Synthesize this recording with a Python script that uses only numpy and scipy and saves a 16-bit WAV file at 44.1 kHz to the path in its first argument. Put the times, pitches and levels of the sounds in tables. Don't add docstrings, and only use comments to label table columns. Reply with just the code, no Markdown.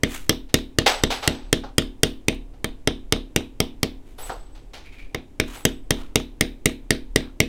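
import sys
import numpy as np
from scipy import signal
from scipy.fft import rfft, irfft
from scipy.io import wavfile
from scipy.ndimage import uniform_filter1d

SR = 44100
rng = np.random.default_rng(int(sys.argv[2]) if len(sys.argv) > 2 else 0)


def transcribe(u):
    v = np.clip(np.atleast_2d(u).T, -1, 1)
    q = np.round(v * 32767).astype(np.int16)
    wavfile.write(sys.argv[1], SR, q)


N = 330146


def amp(db):
    return 10 ** (np.asarray(db) / 20)


def unit(x):
    return x / np.sqrt(np.mean(x ** 2) + 1e-20)


def read(points, hz):
    table_hz, value = np.transpose(points)
    return np.interp(np.log(hz + 1), np.log(table_hz + 1), value)


def add(mix, start_s, sound):
    part = mix[max(round(start_s * SR), 0):][:len(sound)]
    part += sound[:len(part)]


def decay(t, t60_s):
    return np.exp(-np.log(1000) * t / t60_s)


def noise(colour, size):
    gain = amp(read(colour, np.fft.rfftfreq(size, 1 / SR)))
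    return unit(irfft(rfft(rng.standard_normal(size)) * gain, size))


def split(x, edges_hz):
    hz = np.fft.rfftfreq(len(x), 1 / SR)
    lowpasses = [1 / (1 + (hz / edge_hz) ** 16) for edge_hz in edges_hz]
    below = [0 * hz] + lowpasses + [1 + 0 * hz]
    return irfft(rfft(x) * np.diff(below, axis=0), len(x))


def ring(modes, t):
    out = 0
    for hz, db, t60_s in modes:
        out = out + amp(db) * decay(t, t60_s) * np.sin(2 * np.pi * (hz * t + rng.random()))
    return out


# freq_hz, relative_density_db
AIR_COLOUR = [(20, -0.5), (60, 4), (120, 0), (190, -9.5), (280, -1), (400, -7), (600, -15), (900, -17.5),
              (1300, -27), (2500, -28), (4500, -35), (8000, -35.5), (15000, -44)]
# freq_hz, relative_density_db
RUMBLE_COLOUR = [(5, -4), (24, -16), (35, -5), (48, -24), (100, -37.5), (400, -69), (2000, -120)]
AIR_DB, RUMBLE_DB, RUMBLE_SWELL_RMS_DB = -50, -40, 2.5


def workshop():
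    t = np.arange(N) / SR
    rates_hz = np.geomspace(.6, 3, 10)
    swell = unit(sum(np.sin(2 * np.pi * (hz * t + rng.random())) for hz in rates_hz))
    air = amp(AIR_DB) * noise(AIR_COLOUR, N)
    rumble = amp(RUMBLE_DB + RUMBLE_SWELL_RMS_DB * swell) * noise(RUMBLE_COLOUR, N)
    return air + rumble


def contact(t, hold_s=0.0012, fade_s=0.0017, chatter_gain=0.22, slab_delay_s=.00115, slab_gain=1.0):
    drive = chatter_gain * rng.standard_normal(len(t)) * np.exp(-np.maximum(t - hold_s, 0) / fade_s)
    drive[0] += 1
    drive[round(slab_delay_s * rng.uniform(.9, 1.1) * SR)] += slab_gain
    return drive


# ratio_to_pitch, width_hz, relative_db
MALLET_MODES = [(0.928, 281.3, 8.5), (1.06, 283.7, 8.5)]
# freq_hz, width_hz, relative_db
TOOL_MODES = [(778, 55, -8), (1205, 200, -9.5), (2820, 120, 2), (3228, 75, 5.5), (3643, 170, -0.5),
              (4910, 490, 4), (5470, 396, 6.5), (6030, 540, 7.5), (7160, 1400, 2), (8890, 830, 4),
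              (11220, 670, -0.5), (12500, 1000, -2.5), (15000, 1300, -6.5)]
CLICK_EDGES = [1500, 2550, 4300, 9700]


def click(levels_db, mallet_hz):
    t = np.arange(2048) / SR
    modes = [(ratio * mallet_hz, width_hz, db) for ratio, width_hz, db in MALLET_MODES] + TOOL_MODES
    body = np.zeros(len(t))
    for k, (hz, width_hz, db) in enumerate(modes):
        damping = np.exp(-np.pi * width_hz * t)
        body += (-1) ** k * amp(db) * width_hz * damping * np.sin(2 * np.pi * hz * t)
    struck = signal.fftconvolve(contact(t), body)[:len(t)]
    padded = np.pad(struck, (len(t), 0))
    span = .008 * SR
    out = np.zeros(len(padded))
    for gain, band in zip(amp(levels_db), split(padded, CLICK_EDGES)):
        out += gain * band * np.sqrt(span / np.sum(band ** 2))
    return out[len(t):]


# freq_hz, relative_db, t60_s
BENCH_MODES = [(33.2, -14.5, 1), (70.7, -13, 0.36), (120, -21, 0.28), (162.4, -16, .33), (230, -10, .36),
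               (263.8, -10.5, 0.45), (306, -15.5, 0.44), (334, -13.5, 0.25), (364.6, -18, .4),
               (408, -19, 0.33), (442, -20, 0.22), (479.5, -16, 0.28), (551, -20.5, 0.067),
               (635, -13, 0.16)]
# centre_hz, width_hz
BENCH_NOTCH = (193, 36)
# delay_s, gain_db
PUSH_ECHOES = [(.0073, -25.5), (0.0185, -20.5), (0.0276, -18)]


def thump(push_s=0.0006, push_db=12, slab_hz=420, slab_db=-4, slab_decay_s=0.0093,
          build_s=0.00034, bench_db=-1):
    t = np.arange(SR) / SR
    u = t / push_s
    push = -amp(push_db) * (3 - u) * u ** 2 * np.exp(-u)
    slab = -amp(slab_db) * np.sin(2 * np.pi * slab_hz * t) * np.exp(-t / slab_decay_s) * (1 - np.exp(-u))
    bench = amp(bench_db) * ring(BENCH_MODES, t) * (1 - np.exp(-t / build_s))
    out = push + slab + bench
    for delay_s, db in PUSH_ECHOES:
        add(out, delay_s, amp(db) * push)
    notch_hz, width_hz = BENCH_NOTCH
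    return signal.lfilter(*signal.iirnotch(notch_hz, notch_hz / width_hz, fs=SR), out)


# freq_hz, t60_s
ROOM_DECAY = [(200, 0.037), (1000, 0.31), (2000, 0.28), (3700, 0.27), (7000, 0.19), (15000, 0.38)]


def room_tail(colour, onset_s=0.0012):
    size = SR // 2
    hz, t, z = signal.stft(rng.standard_normal(size), SR, nperseg=512)
    rate = np.log(1000) / read(ROOM_DECAY, hz)[:, None]
    z = z * colour(hz)[:, None] * np.exp(-rate * t) * np.sqrt(2 * rate / SR)
    tail = signal.istft(z, SR, nperseg=512)[1][:size]
    return tail * np.minimum(np.arange(size) / (onset_s * SR), 1) ** 2


# start_s, force_db, mallet_knock_db, top_fizz_db, mallet_pitch_hz
MALLET_BLOWS = [(.034, -.5, 3, -5.5, 2050), (.294, 0.5, -3.5, 5.5, 1900), (0.5416, 2, 0.5, 2, 2060),
                (0.7857, 1, -3, -3.5, 1900), (1.0362, 0, -3.5, -2, 1950), (1.276, 1.5, 0, -2.5, 2010),
                (1.528, 1.5, -1, -1, 2030), (1.7815, 1.5, -2.5, 0, 2060), (2.0326, 1.5, -2.5, 3, 1940),
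                (2.2826, -0.5, 0.5, -2, 2280), (2.6436, -7.5, -3, 4.5, 2120), (2.874, 0, -3, -5, 2050),
                (3.1234, 0.5, -4, -1, 2090), (3.3612, -1, -3.5, 2, 2060), (3.6024, -2, -4.5, 4, 2080),
                (3.8304, -3, -2, 5.5, 2150), (5.1463, -9, -2, 0, 2165), (5.3992, -2, 3, -1.5, 2100),
                (5.652, 0.5, -1, 4, 1960), (5.9066, -0.5, -1.5, 2.5, 2030), (6.1568, 0.5, -2.5, 3, 2250),
                (6.4093, 0, 4, 2, 2080), (6.6572, 0.5, 3.5, 3, 2160), (6.906, .5, 3.5, 0.5, 1980),
                (7.1593, 1, 3.5, -1, 2020), (7.4024, 1, 5.5, 0, 2160)]
# ordinary_db, db_per_force_db, db_per_knock_db, db_per_fizz_db
CLICK_REGISTERS = [(-28.5, 0.57, -0.84, 0), (-21, 0.5, 1, 0), (-20.5, 1.3, -0.37, 0.11),
                   (-20, 1.72, 0, 0.51), (-29, 1.5, 0.11, 1)]
# nominal_hz, nominal_db (re thump), t60_s
STEEL_MODES = [(2680, -31.5, .12), (3060, -27.5, .28), (3490, -25, 0.13), (3690, -23.5, 0.24),
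               (4040, -30.5, 0.13)]
# delay_s, gain_db
NEAR_CLICKS = [(0.0107, -14.5), (.0135, -19.5)]
# freq_hz, gain_db (re direct sound)
CLICK_RETURN = [(200, -10), (700, -3), (1300, -14.5), (2000, -16.5), (2500, -11), (3200, -11), (3850, -4.5),
                (4600, -13), (6000, -17.5), (8000, -19), (11000, -24.5), (15000, -20.5)]
# freq_hz, relative_db
BOOM_COLOUR = [(40, -14), (100, -8.5), (165, -9), (195, -16.5), (245, 1), (450, 11.5), (640, -1.5),
               (800, -13), (2000, -64.5)]
THUMP_DB = -15.5
THUMP_LAG_S = 0.00076


def tapping(boom_db=25.5, steel_db_per_knock_db=-.2, grip_sd_db=2, rebound_min_s=0.033,
            rebound_mean_db=-14, rebound_db_per_knock_db=0.37):
    out, t = np.zeros(N), np.arange(SR // 2) / SR
    for start_s, force_db, knock_db, fizz_db, mallet_hz in MALLET_BLOWS:
        thump_db = THUMP_DB + force_db
        direct = click(np.dot(CLICK_REGISTERS, [1, force_db, knock_db, fizz_db]), mallet_hz)
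        add(out, start_s, direct)
        add(out, start_s + THUMP_LAG_S, amp(thump_db) * thump())

        held = [(hz * rng.normal(1, 0.011), db + rng.normal(0, grip_sd_db), t60_s)
                for hz, db, t60_s in STEEL_MODES]
        add(out, start_s, amp(thump_db + steel_db_per_knock_db * knock_db) * ring(held, t))
        for delay_s, db in NEAR_CLICKS:
            add(out, start_s + delay_s, amp(db) * uniform_filter1d(direct, size=6))

        bins_hz = np.fft.rfftfreq(len(direct), 1 / SR)
        broad = np.sqrt(np.abs(uniform_filter1d(np.abs(rfft(direct)) ** 2, size=40)))
        add(out, start_s, room_tail(lambda hz: np.interp(hz, bins_hz, broad) * amp(read(CLICK_RETURN, hz))))
        add(out, start_s, room_tail(lambda hz: amp(thump_db + boom_db + read(BOOM_COLOUR, hz))))

        settle_db = rebound_mean_db + rebound_db_per_knock_db * knock_db + rng.normal(0, 3.3)
        settle_s = start_s + rebound_min_s * rng.uniform(1.0, 1.4)
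        add(out, settle_s, amp(settle_db) * uniform_filter1d(direct, size=17))
    return out


def grainy_noise(colour, bright_db, treble_db, size, grain_db=1.5):
    bands = split(noise(colour, size), [1500, 6000])
    grain = amp(grain_db * unit(uniform_filter1d(rng.standard_normal(size), size=110)))
    band_levels_db = [-bright_db, 0, treble_db + bright_db]
    return unit(grain) * sum(amp(db) * unit(band) for db, band in zip(band_levels_db, bands))


def stroke(length_s, t60_s, grain_db=2, curve=1.2):
    t = np.arange(SR) / SR
    grip = amp(grain_db * unit(uniform_filter1d(rng.standard_normal(SR), size=250)))
    return grip * np.minimum(t / length_s, 1) ** curve * decay(np.maximum(t - length_s, 0), t60_s)


# start_s, length_s, level_db, brightness_db
SLIDES = [(0.051, .1, -38.5, 4.5), (4.011, 0.09, -62.5, 2.5), (4.162, 0.11, -49.5, 8),
          (5.426, 0.13, -44, 2), (5.926, 0.08, -50, -2.5), (7.209, 0.027, -57, -7)]
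# freq_hz, relative_db
RASP_COLOUR = [(200, -10), (500, -7), (1400, -1), (2000, 3.5), (3200, 3), (4000, -1.5), (5500, -9),
               (10000, -17), (14500, -20.5)]
RUB_T60_S, RUB_TREBLE_DB = 0.33, -5.5


def rubs():
    out = np.zeros(N)
    for start_s, length_s, level_db, bright_db in SLIDES:
        rasp = grainy_noise(RASP_COLOUR, bright_db, RUB_TREBLE_DB, SR)
        add(out, start_s, amp(level_db) * stroke(length_s, RUB_T60_S) * rasp)
    return out


# start_s, base_level_db, t60_s, brightness_db, metal_ring_db (re base)
KNOCKS_AND_TICKS = [(0.488, -53, 0.19, 1, -41), (.861, -14.5, 0.24, 0.5, -26),
                    (.929, -33.5, 0.37, -1.5, -42), (1.102, -24.5, 0.31, 0.5, -24),
                    (1.224, -34, 0.54, -2, -17), (1.634, -45, 0.22, -10.5, -34),
                    (2.342, -51, 0.046, 18.5, -37), (2.535, -62, 0.19, -8.5, -36.5),
                    (4.181, -47.5, 0.84, -5.5, 4.5), (4.294, -42, 0.24, -13, -42),
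                    (4.548, -53.5, 0.32, 2, -32.5), (4.733, -41.5, 0.37, 2.5, -45),
                    (5.559, -53, .35, -5.5, 1)]
# freq_hz, relative_db
CLATTER_COLOUR = [(150, -38.5), (300, -15.5), (450, -1), (650, -3), (800, 3), (1050, -7), (2000, -2),
                  (3700, -1), (5500, -6.5), (7500, 6), (15000, -3.5)]
# freq_hz, relative_db, t60_s
METAL_MODES = [(8010, 6, 0.56), (8000, -4.5, 0.97), (11100, 6, 0.33), (11250, 4.5, .3), (14400, 7, .34),
               (14560, 0, .3)]
KNOCK_RISE_S, KNOCK_TREBLE_START_DB, KNOCK_DULLING_DB_PER_S = .003, -15.5, 54.5


def knocks(ring_rise_s=0.015, flutter_depth=.9, clatter_db=2.0):
    out, t = np.zeros(N), np.arange(SR) / SR
    treble_db = KNOCK_TREBLE_START_DB - KNOCK_DULLING_DB_PER_S * t
    for start_s, base_db, t60_s, bright_db, ring_db in KNOCKS_AND_TICKS:
        envelope = (1 - np.exp(-t / KNOCK_RISE_S)) * decay(t, t60_s)
        clatter = grainy_noise(CLATTER_COLOUR, bright_db, treble_db, len(t))
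        add(out, start_s, amp(base_db + clatter_db) * envelope * clatter)

        slow_noise = uniform_filter1d(rng.standard_normal((len(METAL_MODES), len(t))), size=800)
        wavers = 1 + flutter_depth * unit(slow_noise)
        metal = sum(waver * ring([mode], t) for mode, waver in zip(METAL_MODES, wavers))
        metal = metal / np.hypot(1, flutter_depth)
        add(out, start_s, amp(base_db + ring_db) * metal * (1 - np.exp(-t / ring_rise_s)))
    return out


# start_s, thump_db, lowest_register_db
TOOL_SET_DOWN = (4.295, -38.5, -36.5)
SET_DOWN_DULLING_DB = 10


def set_down(mallet_hz=1850):
    out, (start_s, thump_db, click_db) = np.zeros(N), TOOL_SET_DOWN
    levels_db = click_db - SET_DOWN_DULLING_DB * np.arange(len(CLICK_REGISTERS))
    add(out, start_s, amp(thump_db) * thump())
    add(out, start_s, click(levels_db, mallet_hz))
    return out


# start_s, level_db
SLIPS = [(4.84, -49.5), (4.915, -48), (4.976, -46.5)]
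# freq_hz, relative_db
SQUEAK_COLOUR = [(500, -54), (1900, -7), (2400, 13), (2900, -15), (6000, -42.5)]
SQUEAK_RISE_S, SQUEAK_T60_S = 0.018, 0.34


def squeaks(rasp_db=-4):
    out = np.zeros(N)
    for start_s, level_db in SLIPS:
        hoarse = noise(SQUEAK_COLOUR, SR) + amp(rasp_db) * noise(RASP_COLOUR, SR)
        add(out, start_s, amp(level_db) * stroke(SQUEAK_RISE_S, SQUEAK_T60_S) * hoarse)
    return out


def scene():
    return (workshop() + tapping() + rubs() + knocks() + set_down() + squeaks())[None]


EDGE_HZ = 16000


def record(dry):
    clipped = np.clip(dry, -1, 1)
    lowpass = signal.firwin(255, EDGE_HZ, window=("kaiser", 8), fs=SR)
    return signal.oaconvolve(clipped, lowpass[None], "same")


dry = scene()
out = record(dry)
transcribe(out)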